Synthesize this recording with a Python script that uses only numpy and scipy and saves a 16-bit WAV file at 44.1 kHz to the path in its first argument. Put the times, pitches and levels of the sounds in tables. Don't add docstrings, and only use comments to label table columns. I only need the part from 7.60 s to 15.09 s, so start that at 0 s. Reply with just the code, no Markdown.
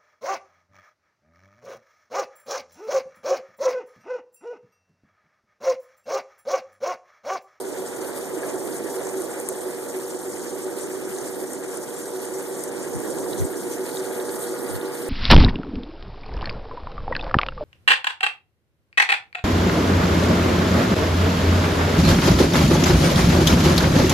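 import sys
import numpy as np
from scipy import signal
from scipy.io import wavfile

SR = 44100
rng = np.random.default_rng(int(sys.argv[2]) if len(sys.argv) > 2 else 0)


def transcribe(u):
    v = np.clip(np.atleast_2d(u).T, -1, 1)
    q = np.round(v * 32767).astype(np.int16)
    wavfile.write(sys.argv[1], SR, q)


N = 330309
TIME = np.arange(N) / SR
PUMP_HZ = 95.6

# frequency in Hz, likeness (1 means the same).
PORT_LIKENESS = [(40, 0.0088), (110, 0.88), (220, 0.95), (370, 0.92), (520, 0.81), (700, 0.51),
                 (1000, 0.026), (2000, 0.095), (14000, 0.43)]
# frequency in Hz, relative strength in dB.
TRICKLE_TONE = [(2800, -27), (3300, -5), (4000, -15.5), (4900, 2), (5500, -7.5), (7000, -10.5), (9500, -5)]


def from_db(db):
    return 10 ** (np.asarray(db) / 20)


def rms_one(x):
    return x / np.sqrt(np.mean(x ** 2) + 1e-20)


def in_time(rows):
    return np.interp(TIME, *np.transpose(rows))


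def at_hz(rows, hz):
    frequencies, values = np.transpose(rows)
    return np.interp(np.log(hz), np.log(frequencies), values)


def along_tray(at_outlet, change):
    # time in seconds, place (0 at the outlet, 1 at the stones).
    path = [(0.0, 0.3), (5.1, 0.064), (5.7, 0.67), (6.15, 0.55), (6.45, 1), (6.85, 0.98), (7.49, 0.8)]
    return at_outlet + change * in_time(path)


def drift(rate):
    step = 40
    keep = np.exp(-2 * np.pi * rate * step / SR)
    noise = rng.standard_normal(N // step + 2002)
    slow = signal.lfilter([1], [1, -2 * keep, keep * keep], noise)[2000:]
    return np.interp(np.arange(N) / step, np.arange(len(slow)), rms_one(slow))


def swell(middle_s, db, half_s):
    return from_db(db) * np.exp(-((TIME - middle_s) / half_s) ** 2)


def ring(drive, hz, fade_s):
    keep = from_db(-60 / (fade_s * SR))
    angle = 2 * np.pi * hz / SR
    return signal.lfilter([0, np.sin(angle)], [1, -2 * keep * np.cos(angle), keep * keep], drive + 1e-18)


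def delayed(x, samples):
    return np.interp(np.arange(N) - samples, np.arange(N), x)


def at_ports(x, lag, tilt_db):
    first, second = np.broadcast_to(x, (2, N))
    return np.array([delayed(first, lag) * from_db(tilt_db / 2), second * from_db(-tilt_db / 2)])


def partly_alike(common, apart, hz):
    alike = at_hz(PORT_LIKENESS, hz)
    return np.sqrt(1 + alike) * common + np.sqrt(1 - alike) * apart * [[1], [-1]]


def rush(tone, flicker_db, flicker_rate):
    out, together = 0, drift(flicker_rate)
    white = rng.standard_normal((2, 2, N))
    edge = 2 ** (1 / 6)
    for k, hz in enumerate(14000 / 2 ** (np.arange(27) / 3)):
        if tone[0][0] / edge < hz < tone[-1][0] * edge:
            band = signal.butter(2, [hz / edge, hz * edge], "band", fs=SR, output="sos")
            common, apart = signal.sosfilt(band, white[k % 2])
            gain = from_db(at_hz(tone, hz) + flicker_db * (together + drift(flicker_rate)))
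            out = out + gain * partly_alike(common, apart, hz)
    return rms_one(out)


def bubbles(tone, range_hz, per_s, cycles, spread_db, clump_db, pitches=24):
    born = np.flatnonzero(rng.random(N) < per_s * from_db(clump_db * drift(15)) / SR)
    strength = from_db(spread_db * np.minimum(rng.exponential(1, N), 4))[born]
    common, apart = rng.uniform(-1.3, 1, (2, N))[:, born]
    chosen_pitch = rng.integers(0, pitches, N)[born]
    out = 0
    for k, hz in enumerate(np.geomspace(*range_hz, pitches)):
        clicks = np.zeros((2, N))
        clicks[:, born] = (chosen_pitch == k) * strength * partly_alike(common, apart, hz)
        out = out + hz * from_db(at_hz(tone, hz)) * ring(clicks, hz, cycles / hz)
    return rms_one(out)


def air_puffs():
    # middle of the puff in seconds, level in dB, half its length in seconds.
    puffs = [(5.034, -49, 0.0091), (5.372, -30.5, 0.025), (5.7, -47, 0.13), (5.824, -25, 0.029),
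             (7.142, -30.5, 0.033)]
    band = signal.butter(2, [56.6, 150], "band", fs=SR, output="sos")
    rumble = rms_one(signal.sosfilt(band, rng.standard_normal((2, N))))
    return rumble * sum(swell(*puff) for puff in puffs)


def pump(phase):
    # time in seconds, level in dB.
    hum_levels = [(0.0, -40.5), (0.9, -39), (1.5, -38), (2.0, -40), (4.2, -40), (4.8, -38), (5.95, -38),
                  (6.6, -36), (7.49, -35)]
    # multiple of the pump rate, relative level in dB.
    hum_tones = [(1.5, -10), (5, 1), (8, -20.5), (9, -17.5), (10, -24), (12, -22)]
    whine_tones = [(9, -9), (12, -32), (13, -10), (15, -7.5), (17, -10.5), (20, -14)]
    whine_db = along_tray(-56.5, change=10.5)
    gains = {}
    for tones, level_db in ((hum_tones, in_time(hum_levels)), (whine_tones, whine_db)):
        for multiple, db in tones:
            gains[multiple] = gains.get(multiple, 0) + from_db(level_db + db)
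    out = 0
    for multiple, gain in gains.items():
        waver_db = multiple * (-0.1 * drift(4.4) + 0.12 * drift(34))
        out = out + gain * from_db(waver_db) * np.sin(multiple * phase + rng.uniform(0, 2 * np.pi))
    return at_ports(out, lag=along_tray(1.5, change=-1), tilt_db=along_tray(-2.5, change=2))


def trickle():
    # time in seconds, level in dB.
    mist_levels = [(0.0, -47.5), (1.1, -45), (2.1, -45.5), (3.2, -46), (4.4, -46.5), (5.15, -47.5),
                   (5.75, -43.5), (6.3, -43.5), (6.65, -43), (6.83, -37.5), (6.95, -45.5), (7.1, -41),
                   (7.3, -46), (7.49, -43)]
    # frequency in Hz, relative strength in dB.
    mist_tone = [(8000, 6.4), (9500, 8.5), (11500, 4.1), (14000, 4.6)]
    lap_db = 1.6 * drift(9.9)
    ripple = rush(TRICKLE_TONE, flicker_db=2.27, flicker_rate=40)
    patter = bubbles(TRICKLE_TONE, (3130, 8070), per_s=1100, cycles=280, spread_db=-1.5, clump_db=-0.5)
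    crackle = bubbles(TRICKLE_TONE, (3400, 7000), per_s=120, cycles=16,
                      spread_db=2.5, clump_db=2, pitches=8)
    sheet = ripple + from_db(-2.5) * patter + from_db(-9) * crackle
    sheet_db = along_tray(-55, change=5.5)
    mist = from_db(in_time(mist_levels) + 1.5) * rush(mist_tone, flicker_db=1.64, flicker_rate=27)
    return at_ports(from_db(lap_db) * (from_db(sheet_db) * sheet + mist), lag=0, tilt_db=-0.5)


def splashes():
    # middle of the splash in seconds, level in dB, half its length in seconds, pitch in Hz.
    ripples = [(5.51, -36.5, 0.0086, 8600), (5.792, -36, 0.021, 7700), (6.125, -38.5, 0.02, 7140),
               (6.822, -37, 0.022, 8800), (7.092, -39.5, 0.018, 8400)]
    out = 0
    for middle_s, db, half_s, hz in ripples:
        shower = bubbles(TRICKLE_TONE, (hz * .8, hz * 1.15), per_s=3000, cycles=30,
                         spread_db=1.5, clump_db=0, pitches=5)
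        out = out + swell(middle_s, db, half_s) * shower
    return out


def drops(rows, rise_s, fade_s, splash_db, splash_fade_s):
    out, t = np.zeros((2, N)), TIME[:SR // 20]
    attack = np.minimum(t / rise_s, 1)
    age = np.maximum(t - rise_s, 0)
    for start_s, db, hz in rows:
        bubble = np.sin(2 * np.pi * hz * t) * from_db(-60 * age / fade_s)
        band = signal.butter(4, [hz * .7, hz * 1.4], "band", fs=SR, output="sos")
        noise = rms_one(signal.sosfilt(band, rng.standard_normal((2, len(t)))))
        splash = np.tanh(noise) * from_db(splash_db - 60 * age / splash_fade_s)
        drop = from_db(db) * attack * (bubble * [[1], [.3]] + splash)
        start = round(start_s * SR)
        out[:, start:start + len(t)] += drop[:, :N - start]
    return out


def plips():
    # start in seconds, level in dB, pitch in Hz.
    single_bubbles = [(0.832, -26.5, 1690), (0.84, -30, 1820), (3.564, -37, 4040), (4.128, -36, 5340),
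                      (5.731, -28.5, 3940), (5.794, -29, 5950), (6.292, -35, 4220), (6.314, -36.5, 4000),
                      (6.37, -28.5, 3770), (6.397, -31, 4900), (6.451, -34.5, 4400), (6.599, -33, 3750),
                      (6.692, -32, 4450), (6.839, -33.5, 3950), (7.153, -35.5, 4120), (7.212, -34.5, 3600)]
    return drops(single_bubbles, rise_s=.001, fade_s=.012, splash_db=-7, splash_fade_s=.028)


def ticks():
    # start in seconds, level in dB, pitch in Hz.
    close_drops = [(1.4691, -26, 6470), (1.6193, -19.5, 8640), (1.7998, -20, 9180), (1.8881, -10.5, 9170),
                   (2.3878, -25, 8800), (3.0448, -27, 9270), (3.5847, -22, 6470), (3.9329, -18.5, 8850),
                   (4.1708, -25, 9300), (4.172, -20, 9300), (5.0376, -14.5, 9000), (5.3537, -25, 9100),
                   (5.3614, -24.5, 9100), (5.4026, -21, 8890), (5.5046, -24, 8610), (6.7928, -24.5, 9000)]
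    return drops(close_drops, rise_s=.0003, fade_s=.005, splash_db=-7.5, splash_fade_s=.016)


def pipe(phase):
    # middle of the throb in seconds, level in dB.
    throbs = [(0.08, -34), (0.2, -27.5), (0.749, -31), (0.95, -29.5), (1.26, -29), (1.38, -27.5),
              (1.579, -26), (1.78, -33), (1.91, -33), (2.08, -28), (2.21, -30), (2.37, -25.5), (2.53, -32),
              (2.68, -31), (2.8, -32), (3.06, -29.5), (3.35, -31.5), (3.54, -29.5), (3.64, -36),
              (3.83, -28), (4.09, -30), (4.57, -28.5), (4.76, -28.5), (4.93, -30.5), (5.51, -34),
              (5.65, -31), (5.79, -30), (6.211, -26), (6.41, -29), (6.6, -28.5), (6.7, -35), (6.92, -29)]
    multiple, ring_hz, ring_width_hz = 4, 374, 24
    boom = from_db(-37.3) * np.sin(multiple * phase)
    for middle_s, db in throbs:
        throb_hz = rng.normal(370.4, 2.5)
        sag_hz = multiple * PUMP_HZ - throb_hz
        throb = np.sin(multiple * phase - 2 * np.pi * sag_hz * (TIME - middle_s))
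        boom = boom + swell(middle_s, db, half_s=.05) * throb
    fade_s = np.log(1000) / (np.pi * ring_width_hz)
    hollow = rms_one(ring(rng.standard_normal(N), ring_hz, fade_s))
    return at_ports(boom + from_db(-40) * hollow, lag=0.63, tilt_db=0.7)


def spray():
    # time in seconds, level in dB.
    levels = [(0.0, -44.5), (1.1, -43.5), (1.85, -43.5), (2.1, -46.5), (2.6, -42.5), (3.7, -43.5),
              (5.2, -43.5), (5.5, -43.5), (6.15, -43), (6.6, -44.5), (6.85, -45), (7.3, -50), (7.49, -45.5)]
    # frequency in Hz, relative strength in dB.
    tone = [(4500, -39), (5500, -1), (6600, -4), (7700, 9.5), (8700, 6.5), (10200, -51), (12000, -71)]
    hiss = rush(tone, flicker_db=1.7, flicker_rate=36)
    fizz = bubbles(tone, (5260, 11490), per_s=2800, cycles=270, spread_db=4.5, clump_db=4)
    spatter = bubbles(tone, (6000, 11000), per_s=130, cycles=30, spread_db=2, clump_db=2, pitches=10)
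    jet = from_db(-0.5) * hiss + from_db(-3.5) * fizz + from_db(-12) * spatter
    spit_db = 1.5 * drift(15)
    return from_db(in_time(levels) + spit_db) * jet


def outflow():
    # time in seconds, level in dB.
    rumble_levels = [(0.0, -36.5), (0.7, -35.5), (0.95, -32.5), (1.5, -34.5), (2.4, -37.5), (3.2, -33.5),
                     (4.4, -36.5), (5.1, -34.5), (5.4, -30.5), (5.8, -29.5), (6.25, -33.5), (7.49, -32.5)]
    churn_levels = [(0.0, -39), (0.35, -39), (0.6, -40.5), (0.85, -37), (1.0, -36), (1.15, -40.5),
                    (1.42, -37.5), (1.9, -39.5), (2.4, -41.5), (3.2, -41), (3.8, -40.5), (4.38, -42),
                    (5.1, -41), (5.35, -39), (5.72, -36.5), (5.95, -39.5), (6.32, -40), (6.55, -38),
                    (7.0, -39.5), (7.49, -40)]
    wash_levels = [(0.0, -48), (0.45, -45), (0.7, -46), (1.5, -45), (2.3, -47.5), (3.5, -46), (4.3, -47.5),
                   (5.5, -45.5), (6.05, -47.5), (6.4, -45.5), (7.0, -45), (7.49, -45)]
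    # frequency in Hz, relative strength in dB.
    rumble_tone = [(45, -29), (70, -18), (110, -10), (160, -9), (220, -4), (290, -0.5), (340, 2)]
    churn_tone = [(400, -6), (520, -5), (650, -12), (875, -16)]
    wash_tone = [(1100, -23), (1700, -21), (2400, -26), (3300, -31.5)]
    rumble = rush(rumble_tone, flicker_db=0.47, flicker_rate=17)
    churn = rush(churn_tone, flicker_db=1, flicker_rate=12)
    gurgle = bubbles(churn_tone, (394.5, 957), per_s=400, cycles=19, spread_db=1.5, clump_db=2, pitches=14)
    wash = rush(wash_tone, flicker_db=2, flicker_rate=18)
    babble = bubbles(wash_tone, (1000, 2170), per_s=600, cycles=31, spread_db=1, clump_db=1.5, pitches=12)
    water = from_db(in_time(rumble_levels)) * rumble
    water += from_db(in_time(churn_levels)) * (from_db(0.1) * churn + from_db(-3.5) * gurgle)
    water += from_db(in_time(wash_levels)) * (from_db(-3.5) * wash + from_db(-5) * babble)
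    return at_ports(water, lag=7.4, tilt_db=-2)


def scene():
    rate_hz = PUMP_HZ * (1 + 0.00091 * drift(1.53))
    phase = 2 * np.pi * np.cumsum(rate_hz) / SR
    drips = ticks() + plips()
    return pump(phase) + pipe(phase) + outflow() + spray() + trickle() + splashes() + drips + air_puffs()


def record(dry):
    other = np.array([delayed(port, samples=17) for port in dry[::-1]])
    other_lows = signal.fftconvolve(other, signal.firwin(45, 4600, fs=SR)[None], mode="same", axes=1)
    treble_share = 0.35
    aimed = dry - (other_lows + treble_share * (other - other_lows))
    bass_cut = signal.butter(2, 45, "high", fs=SR, output="sos")
    top_cut = signal.ellip(12, .1, 80, 14000, fs=SR, output="sos")
    return signal.sosfilt(top_cut, signal.sosfilt(bass_cut, aimed))


dry = scene()
out = record(dry)
transcribe(out)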